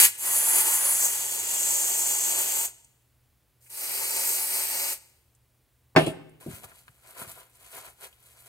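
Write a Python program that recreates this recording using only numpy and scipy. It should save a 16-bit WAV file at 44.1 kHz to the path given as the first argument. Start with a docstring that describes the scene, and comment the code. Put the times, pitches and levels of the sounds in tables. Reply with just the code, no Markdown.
"""At a workbench in a small, quiet room, cleaner is sprayed through a straw: a short blast, then two long bursts.
The jet hisses, splashes and sizzles as coloured noise. The can is set down and a hand bumps the bench:
decaying tones and cracks. Small parts tick as short noise clicks; a paper towel is pulled in as swelling
dense grains. Two close microphone ports hear it all, over still air and a faint mains hum."""
import sys
import numpy as np
from scipy import signal
from scipy.fft import rfft, irfft, next_fast_len
from scipy.io import wavfile

SR = 44100
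rng = np.random.default_rng(int(sys.argv[2]) if len(sys.argv) > 2 else 0)


def master(y):
    """Save y as 16-bit WAV."""
    cut = np.clip(np.atleast_2d(y).T, -1, 1)
    pcm = np.round(cut * 32767)  # scale
    wavfile.write(sys.argv[1], SR, pcm.astype(np.int16))


N = 373951
TIME = np.arange(N) / SR  # seconds

# Spectra set only the balance of a sound; its loudness is set separately.
# spectrum of the jet itself: pitch_hz, level_db (per Hz)
JET_SPECTRUM = [(4000, -28.5), (6500, -12.5), (7800, -4.5), (8400, 3.5), (9600, -1), (10600, -7.5),
                (11600, -5.5), (12600, 4), (14300, 1), (15700, -6.5)]
# spectrum of the splash on the part: pitch_hz, level_db (per Hz)
SPLASH_SPECTRUM = [(4500, -27), (5700, -12), (6700, 0), (7900, -0.5), (8800, -9), (11000, -27.5)]
# spectrum of the sizzle at the straw's tip: pitch_hz, level_db (per Hz)
SIZZLE_SPECTRUM = [(8200, -34), (9600, 1), (10600, 2.5), (11700, -2.5), (13000, -16), (16000, -25.5)]
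# lower rush of each burst, as the straw is aimed differently: pitch_hz, level_db (per Hz)
RUSH_BLAST_SPECTRUM = [(80, -30.5), (350, -18), (600, -15), (880, -13.5), (1300, -11.5), (1750, -2.5),
                       (2300, .5), (2900, 0), (3700, -6.5), (4400, -5), (5600, -7), (7300, -23),
                       (12300, -90.5)]
RUSH_FIRST_SPECTRUM = [(90, -27), (210, -19.5), (330, -8.5), (560, -7.5), (750, -2.5), (1000, -9),
                       (1250, -9), (2100, -4), (2850, -1.5), (3400, -2.5), (3900, -9), (4400, -3.5),
                       (5400, -9), (7300, -26.5), (12300, -90.5)]
RUSH_SECOND_SPECTRUM = [(90, -29), (210, -19), (330, -7.5), (750, -2.5), (1000, -7.5), (1250, -6),
                        (1700, -4.5), (2200, 2.5), (2800, -0.5), (3500, -7), (4400, 0.5), (5300, -1),
                        (7300, -4.5), (12300, -90)]
# broad ringing of the gap between straw, hand and bench: pitch_hz, width_hz, boost_db
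CAVITY_PEAKS = [(356, 110, 0.5), (547.2, 37, 4), (896, 130, 7)]
# presses of the valve, the third only a faint seep: opens_s, closes_s, rise_s,
# first_db (at opening, relative to full flow), strength_db, splash_db, rush_db, kind of rush
VALVE_PRESSES = [(0.0, 0.052, 0.0014, 11, 8, 8.5, -31, "blast"),
                 (.172, 2.655, 0.061, -23.5, -0.5, 8.5, -35, "first"),
                 (3.60, 3.82, 0.017, -10.5, -28, 4, -37.5, "second"),
                 (3.692, 4.928, 0.073, -19.5, -0.23, -1, -34, "second")]
# the part moves in the jet in each long burst: time_s, hiss_db, splash_db, sizzle_db (last two relative to hiss)
AIM_FIRST_BURST = [(0.33, -28.5, -6.5, 2), (0.46, -32.5, -5, 8.5), (0.58, -28.5, -6, 6),
                   (0.76, -32.5, -3, 4), (0.91, -33.5, -3.5, 10.5), (0.99, -33, 0, 4),
                   (1.055, -31, 0.5, -6), (1.09, -35, -0.5, 2), (1.17, -38, -0.5, 3),
                   (1.45, -39.5, 1.5, 0.5), (1.66, -34.5, 3, -5), (2.05, -35, 2, -3),
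                   (2.4, -34, -0.5, -7.5), (2.62, -34, -2, -9)]
AIM_SECOND_BURST = [(3.901, -35.5, -7, -2.5), (4.1, -34.5, 1, -2.5), (4.31, -31, -2, -9),
                    (4.43, -36, -1.5, 3.5), (4.53, -32.5, -12, -12), (4.78, -35, -1, -11),
                    (4.9, -34, -1, -4)]
# roar as the jet first strikes the wet cloth from close by: pitch_hz, level_db (per Hz)
ROAR_SPECTRUM = [(250, -36), (650, -7), (900, 1.5), (1200, -2.5), (2100, 1.5), (2900, -9.5), (4500, -20),
                 (8000, -60)]
# loudness of that roar, before the strength of the press: time_s, level_db
ROAR_LEVELS = [(.17, -48), (.28, -36), (.42, -40), (.55, -36.5), (.95, -40.5), (1.15, -47.5), (1.35, -79)]
SHUT_DB_PER_S = 428  # the hiss dies this fast once the valve shuts
DRAIN_DB, DRAIN_DB_PER_S = -25, -75  # what is left in the straw seeps out afterwards
UNSEAT_S = 0.0135  # the valve takes at most this long to leave its seat
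RUSH_FOLLOWS, USUAL_HISS_DB = 0.42, -29  # rush dB per dB that the hiss leaves its usual level

# blows on the bench: start_s, strength_db, pitch_hz (first contact), contacts (count), gap_s (to first rebound)
BENCH_BLOWS = [(1.41, -43, 70, 2, .05), (5.952, -20, 822, 3, 0), (5.9619, 5, 1480, 1, 0.0048),
               (5.9664, 1, 1090, 2, 0.0036), (5.9724, 1, 346, 1, 0), (5.994, -8.5, 620, 2, 0.011),
               (6.018, -9, 420, 1, 0), (6.061, -16.5, 398, 1, 0), (6.070, -6, 340, 1, 0),
               (6.462, -18, 280, 2, .02), (6.505, -28, 150, 2, .025), (6.643, -40, 89.8, 1, 0.0019),
               (6.891, -45.5, 111.5, 1, 0), (7.216, -34, 170, 2, 0.054)]
# bench and can ring together: pitch_hz, level_db, t60_s (time to fade by 60 dB)
BENCH_MODES = [(72, -20, .22), (108.5, -14.5, .14), (155, 3, .15), (191, -14.5, 0.11), (259, 0, 0.088),
               (289.5, -5.5, .14), (354, -1.5, .14), (393, 1.5, 0.15), (522, -3, .09), (643, -3.5, 0.15),
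               (685, -9, .16), (730, -4.5, .11), (830, -11.5, 0.11), (1055, -14, .1), (1200, -5.5, 0.1),
               (1320, -12, .062), (1577, -21, .1), (1800, -3.5, 0.11), (2200, -13, 0.081),
               (2670, -13, 0.16), (3105, -22.5, .15)]
# noisy crack of a contact: pitch_hz, level_db (per Hz)
CRACK_SPECTRUM = [(100, -12), (400, -1), (1800, 0), (3000, -1), (5000, 0.5), (8500, -8.5), (16000, -16)]
REBOUND_DB, SOFTENING, GAP_GROWTH = -3.0, 0.65, 1.42  # change of level, pitch (power) and gap (factor)

# strokes of fingers and paper towel: loudest_s, half_length_s, rustle_db, flex_db (relative to rustle)
TOWEL_STROKES = [(6.427, 0.035, -54, -2.5), (6.538, 0.063, -47.5, -7), (6.644, 0.015, -47, -4.5),
                 (6.701, 0.037, -58, -1.5), (6.784, 0.0467, -57.5, -12), (7.094, 0.059, -56, -4.5),
                 (7.212, 0.046, -44.5, -1.5), (7.301, 0.031, -46, -7.5), (7.386, 0.056, -53, -4),
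                 (7.558, 0.023, -62, -9), (7.652, 0.058, -55, -8), (7.771, 0.05, -45.5, -4.5),
                 (7.862, 0.04, -49, -5), (8.042, 0.031, -45, -6), (8.28, 0.072, -60, -10.5),
                 (8.389, 0.054, -58.5, -10.5), (8.48, 0.0475, -53.5, -9)]
# rustle of the paper fibres: pitch_hz, level_db (per Hz)
FIBRE_SPECTRUM = [(1180, -22), (2000, -1.5), (3000, -4), (4000, -4), (5390, -10), (8260, -1.5), (9010, -6),
                  (9830, -2.5), (12700, -3.5), (14800, -4.5), (16000, -20)]
# flexing of the whole sheet: pitch_hz, level_db (per Hz)
SHEET_SPECTRUM = [(88, -37.5), (150, -12.5), (257, -11), (331, -8.5), (398, -6.5), (485, -6), (769, -5),
                  (866, -3.5), (3500, -18.5), (4550, -43), (7700, -120)]
# broad resonances of the sheet: pitch_hz, width_hz, boost_db
SHEET_RESONANCES = [(190, 60, 0), (870, 170, 0.5), (1468, 870, 1.5), (2510, 1147, 3)]
STROKE_SHAPE = 1.5  # 1 is a pointed swell, 2 a round one
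HELD_S, HELD_DB, HELD_FLEX_DB = 6.40, -68.5, -8.5  # from here on the held paper rubs faintly between strokes

# light ticks and scuffs of valve, can, metal part and fingers: start_s, level_db, pitch_hz (band centre), t60_s
SMALL_TICKS = [(2.846, -49, 7500, .03), (3.662, -56.5, 2210, 0.074), (3.701, -44, 9000, 0.038),
               (5.350, -59, 7800, .04), (5.984, -32, 2900, 0.45), (5.985, -43, 9400, 0.47),
               (6.063, -40.5, 8700, 0.18), (6.065, -34, 2800, 0.114), (6.2942, -59, 8650, 0.026),
               (6.7167, -51, 1602, 0.036), (6.880, -41, 1486, 0.019), (6.8813, -49, 2900, 0.014),
               (7.187, -47.5, 1345, 0.098), (8.128, -56, 2800, .04)]

# still air: pitch_hz, level_db (per Hz)
AIR_SPECTRUM = [(30, -9), (55, -7.5), (75, -6), (95, -16.5), (125, -6.5), (160, -22), (220, -22.5),
                (600, -26.5), (1300, -31.5), (2500, -32.5), (5900, -37.5), (9000, -35), (16000, -31.5)]
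HUM_HZ, HUM_DB = 120.3, -74  # the level wanders around this

# reverberation of the room: pitch_hz, t60_s
ROOM_DECAY = [(120, 0.9), (400, 0.77), (1200, 0.67), (3000, 0.75), (8000, 0.57), (15000, 0.15)]
# how the two ports hear spray, paper and ticks: pitch_hz, left_lead_rad, likeness (0-1), left_louder_db
PORT_DIFFERENCES = [(150, 0.5, 1, .5), (380, 0.2, 0.8, 1.4), (540, 0.5, 1, 0.3), (760, 1.6, .4, 3),
                    (910, 0.27, 1, 3.5), (1150, 0.27, 0, 0.9), (1400, 1, 0.6, 7.5), (1700, 2, 0.3, 1),
                    (2330, 2.5, 0.7, 4), (2810, 2.5, .7, 2.5), (3630, 3, 0.7, 1.5), (3950, 4.5, 0.4, 1.5),
                    (4260, 5.5, 0.8, 1), (5300, 6, 0, 1.5), (6100, 6.5, 0.7, 2), (7000, 7.5, 0.98, -0.3),
                    (7500, 6, 0.98, 0), (8600, 6.5, 0.98, -0.1), (15000, 6.5, 0.91, 0)]
# how much the ports differ for blows on the bench: pitch_hz, level_db
BLOW_WIDTH = [(60, -4), (250, -5.5), (520, 0), (700, -3), (1200, -6), (2500, -1), (4400, -1), (7500, -4.5),
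              (16000, -5)]
# notches and peaks of the microphone's housing: pitch_hz, width_hz, boost_db
HOUSING_PEAKS = [(8400, 300, 2.5), (8670, 80, 4), (8970, 80, 4), (9200, 330, -15), (9600, 130, 6.5),
                 (13110, 110, 5), (13530, 480, -18)]
TOP_HZ = 15700  # nothing much is heard above this
LEFT_RIGHT = np.array([[1], [-1]])  # adds to the left port, takes from the right


def spray(drops_db=-6, flutter_db=.5, sputter_db=0.32, hiss_db=5.0, splash_db=-2.7, sizzle_db=-2.0):
    """Gas and droplets leave the straw; the jet hisses, splashes on the part and stirs a lower rush."""
    flow = amp(flutter_db * walk(28) + sputter_db * walk(170))  # liquid and gas alternate in the straw

    def jet(points, wander_db):
        """Smooth gas noise with droplet clicks, slowly wandering in level."""
        mist = rng.standard_normal(N) + amp(drops_db) * grains(2500, 2.5)
        return colour(mist, points) * amp(wander_db * walk(18))

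    hiss = jet(JET_SPECTRUM, 0.71)
    splash = jet(SPLASH_SPECTRUM, 0.47)
    sizzle = jet(SIZZLE_SPECTRUM, 1.0)
    rushes = {
        "blast": bells(jet(RUSH_BLAST_SPECTRUM, 0.9), CAVITY_PEAKS),
        "first": bells(jet(RUSH_FIRST_SPECTRUM, 0.9), CAVITY_PEAKS),
        "second": bells(jet(RUSH_SECOND_SPECTRUM, 0.9), CAVITY_PEAKS),
    }

    level, on_part, wet = curves(AIM_FIRST_BURST + AIM_SECOND_BURST)
    nozzle = amp(level) * (amp(hiss_db) * hiss + amp(wet + sizzle_db) * sizzle)
    splash = amp(level + on_part + splash_db) * splash
    stir = amp(RUSH_FOLLOWS * (level - USUAL_HISS_DB))
    roar = amp(curves(ROAR_LEVELS)[0]) * jet(ROAR_SPECTRUM, 0.6)

    out = np.zeros(N)
    for opens, closes, rise, first_db, db, part_db, rush_db, kind in VALVE_PRESSES:
        rush = amp(rush_db) * stir * rushes[kind]
        burst = nozzle + roar + amp(part_db) * splash + rush
        out += valve(opens, closes, rise, first_db) * amp(db) * burst
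    return flow * out


def valve(opens, closes, rise, first_db):
    """The valve cracks open, eases to full flow, holds and shuts quickly; then the straw drains."""
    since = np.maximum(TIME - opens, 0)
    shut = np.maximum(TIME - closes, 0)
    unseating = np.minimum(since / min(UNSEAT_S, rise), 1)
    easing = amp(first_db * np.exp(-since / rise))
    closing = amp(-SHUT_DB_PER_S * shut)
    draining = amp(DRAIN_DB + DRAIN_DB_PER_S * shut)
    return unseating * easing * np.maximum(closing, draining)


def knocks(modes_db=-21.5, crack_db=-15, crack_t60=0.1, bounce_db=1, bounce_cycles=5, reach=2.0, edge_db=-25):
    """Each contact bounces for a few cycles and rings the bench; a softer one reaches only the low modes."""
    t = TIME[:SR // 2]
    ring = np.zeros(len(t))
    for k, (hz, db, t60) in enumerate(BENCH_MODES):
        sign = (-1) ** k  # neighbouring modes start in opposite directions
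        ring += sign * amp(db) * fade(t, t60) * np.sin(2 * np.pi * hz * t)

    out = np.zeros(N)
    for s, db, hz in contacts():
        crack = colour(rng.standard_normal(len(t)), CRACK_SPECTRUM) * fade(t, crack_t60)
        blow = amp(modes_db) * ring + amp(crack_db) * crack
        soft = signal.sosfilt(signal.butter(4, reach * hz, fs=SR, output="sos"), blow)
        edge = amp(edge_db) * (hz / 1000) ** 2 * blow  # a hard rim adds brightness
        onset = 1 - np.exp(-(2 * hz * t) ** 2)
        bounce = np.sin(2 * np.pi * hz * t) * fade(t, bounce_cycles / hz) * onset
        add(out, s, amp(db) * (soft + edge + amp(bounce_db) * bounce))
    return out


def contacts():
    """Each blow settles in a run of weaker, softer rebounds; gives (s, dB, Hz) for every contact."""
    for s, db, hz, count, gap in BENCH_BLOWS:
        for k in range(round(count)):
            yield s, db + k * REBOUND_DB, hz / (k + 1) ** SOFTENING
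            s = s + gap * GAP_GROWTH ** k


def towel(rub_db=-4, fibres_db=0.5, sheet_db=1):
    """Paper fibres snag and slip in dense grains while the sheet flexes; each stroke swells and dies away."""
    def friction(points):
        """Snagging grains over a steady rub."""
        rub = grains(1500, 1.2) + amp(rub_db) * rng.standard_normal(N)
        return patchy(colour(rub, points), depth_db=1.35, rate=60)

    fibres = friction(FIBRE_SPECTRUM)
    sheet = bells(friction(SHEET_SPECTRUM), SHEET_RESONANCES)
    rustle = amp(HELD_DB)
    flex = amp(HELD_DB + HELD_FLEX_DB)
    for s, half, db, flex_db in TOWEL_STROKES:
        swell = amp(db) * np.exp(-np.abs((TIME - s) / half) ** STROKE_SHAPE)
        rustle = np.hypot(rustle, swell)  # strokes add up in power
        flex = np.hypot(flex, amp(flex_db) * swell)
    return (TIME >= HELD_S) * (amp(fibres_db) * rustle * fibres + amp(sheet_db) * flex * sheet)


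def ticks(skirt_db=-26):
    """Light contacts give short noise clicks, each in one broad band."""
    t = TIME[:SR // 8]
    out = np.zeros(N)
    for s, db, hz, t60 in SMALL_TICKS:
        band = [(hz / 4, 2 * skirt_db), (hz / 2, skirt_db), (hz, 0), (hz * 2, skirt_db), (hz * 4, 1.3 * skirt_db)]
        click = colour(rng.standard_normal(len(t)), band) * fade(t, t60)
        add(out, s, amp(db) * click)
    return out


def background(side_db=-12, air_db=-66, wander_db=2.5):
    """Still room air, slightly different at each port, and a faint mains hum of wandering level."""
    mid = colour(rng.standard_normal(N), AIR_SPECTRUM)
    side = colour(rng.standard_normal(N), AIR_SPECTRUM)
    air = amp(air_db) * (mid + amp(side_db) * side * LEFT_RIGHT)
    hum = amp(HUM_DB + wander_db * walk(5.9)) * unit(np.sin(2 * np.pi * HUM_HZ * TIME))
    return air + hum


def room():
    """The room's echoes blur into a tail of noise for each port, with its own decay time in each band."""
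    t = TIME[:SR]
    noise = rng.standard_normal((2, SR))
    bands = split_bands(noise, [hz for hz, _ in ROOM_DECAY])
    tail = sum(band * fade(t, t60) for band, (_, t60) in zip(bands, ROOM_DECAY))
    return unit(tail * np.minimum(t / 0.0025, 1)) / np.sqrt(SR)


def reflections(t60):
    """Nearby hands and bench reflect at once: a short tail of noise for each port."""
    t = TIME[:SR]
    return unit(rng.standard_normal((2, SR)) * fade(t, t60) * (t > .001)) / np.sqrt(SR)


def ports(source, tail, near_db, room_db):
    """A spread-out source: the ports share one part, the left ahead in phase, and hear the rest differently."""
    paths = amp(near_db) * reflections(.04) + amp(room_db) * tail
    pair = np.array([source(), source()])
    shared, apart = pair + signal.fftconvolve(pair, paths, axes=1)[:, :N]
    hz, lead, likeness, left_db = np.transpose(PORT_DIFFERENCES)
    likeness = np.clip(likeness, 0, 1)

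    def read(column, f):
        """One column of the port table at any frequency."""
        return lookup(list(zip(hz, column)), f)

    alike = filtered(shared, lambda f: np.sqrt((1 + read(likeness, f)) / 2))
    unlike = filtered(apart, lambda f: np.sqrt((1 - read(likeness, f)) / 2))
    both = alike + LEFT_RIGHT * unlike

    def tilt(f):
        """Half of each level and phase difference goes to each port."""
        return amp(LEFT_RIGHT * read(left_db, f) / 2) * np.exp(1j * LEFT_RIGHT * read(lead, f) / 2)
    return filtered(both, tilt)


def heard(x, tail, lead_ms, lead_db, left_db, spread_db, room_db):
    """A blow reaches the ports with phase and level differences; hands and bench reflect, the room follows."""
    near = filtered(reflections(.08), lambda f: f / np.hypot(f, 700))  # small things reflect only short waves
    paths = near * amp([[-7], [spread_db]]) + amp(room_db) * tail
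    shared, apart = signal.fftconvolve(x[None], paths, axes=1)[:, :N]

    def difference(f):
        """The real part is level, the imaginary part phase; lead_ms sets how the phase varies with pitch."""
        return amp(left_db) + 1j * amp(lead_db) * np.sin(2 * np.pi * f * lead_ms / 1000)
    direct = filtered(x, difference)
    side = filtered(apart + direct, lambda f: amp(lookup(BLOW_WIDTH, f)))
    return x + shared + side * LEFT_RIGHT


def amp(db):
    """Decibels to gain."""
    return 10 ** (np.asarray(db) / 20)


def unit(x):
    """Scale to an rms (average strength) of 1."""
    return x / np.sqrt(np.mean(x ** 2))


def lookup(points, hz):
    """Read (Hz, value) points on a log-frequency axis."""
    f, value = np.transpose(points)
    return np.interp(np.log(hz + 1), np.log(f), value)


def filtered(x, gain):
    """Filter by a gain given as a function of frequency."""
    length = x.shape[-1]
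    size = next_fast_len(length + 4096)
    return irfft(rfft(x, size) * gain(np.fft.rfftfreq(size, 1 / SR)), size)[..., :length]


def colour(x, points):
    """Filter x by (Hz, dB) points and scale to rms 1."""
    return unit(filtered(x, lambda f: amp(lookup(points, f))))


def bells(x, rows):
    """Bell-shaped peaks and notches."""
    def gain(f):
        return amp(sum(db * np.exp(-2 * ((f - hz) / width) ** 2) for hz, width, db in rows))
    return filtered(x, gain)


def split_bands(x, centres):
    """Split x into overlapping bands that add up to x again."""
    for share in np.eye(len(centres)):
        yield filtered(x, lambda f: lookup(list(zip(centres, share)), f))


def patchy(x, depth_db, rate):
    """Let five bands of x, low to high, flicker each on its own."""
    return sum(band * amp(depth_db * walk(rate)) for band in split_bands(x, (400, 1200, 2800, 6000, 12000)))


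def curves(rows):
    """Each column after the time as a signal."""
    s, *columns = np.transpose(rows)
    return [np.interp(TIME, s, c) for c in columns]


def walk(rate):
    """Random values, rate per second, joined by straight lines; the spread is near 1."""
    knots = rng.standard_normal(4096)
    return 1.5 * np.interp(TIME * rate, np.arange(len(knots)), knots)


def grains(rate, spread_db):
    """Tiny clicks at random moments, about rate per second, a few larger than the rest."""
    moments = rng.random(N) < rate / SR
    sizes = amp(spread_db * np.minimum(rng.exponential(size=N), 4))
    return unit(moments * rng.standard_normal(N) * sizes)


def fade(t, t60):
    """Exponential decay by 60 dB in t60 seconds."""
    return np.exp(-np.log(1000) * t / t60)


def add(out, s, sound):
    """Mix a sound in at a time in seconds."""
    i = int(s * SR)
    out[i:i + len(sound)] += sound[:N - i]


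def scene():
    """All sources around the bench."""
    tail = room()
    spraying = ports(spray, tail, near_db=-8.5, room_db=-20.0)
    blows = heard(knocks(), tail, lead_ms=.07, lead_db=2.5, left_db=-24.5, spread_db=0.5, room_db=-19.5)
    handling = ports(lambda: towel() + ticks(), tail, near_db=-4, room_db=-18.5)
    return spraying + blows + handling + background()


def record(dry, low_cut_hz=48):
    """The housing colours the treble, rumble and top are cut, and any peaks beyond full scale clip."""
    high_pass = signal.butter(4, low_cut_hz, "high", fs=SR, output="sos")
    low_pass = signal.ellip(10, .2, 80, TOP_HZ, fs=SR, output="sos")
    housed = bells(dry, HOUSING_PEAKS)
    clipped = np.clip(signal.sosfilt(high_pass, housed), -1, 1)
    return signal.sosfilt(low_pass, clipped)


dry = scene()
out = record(dry)
master(out)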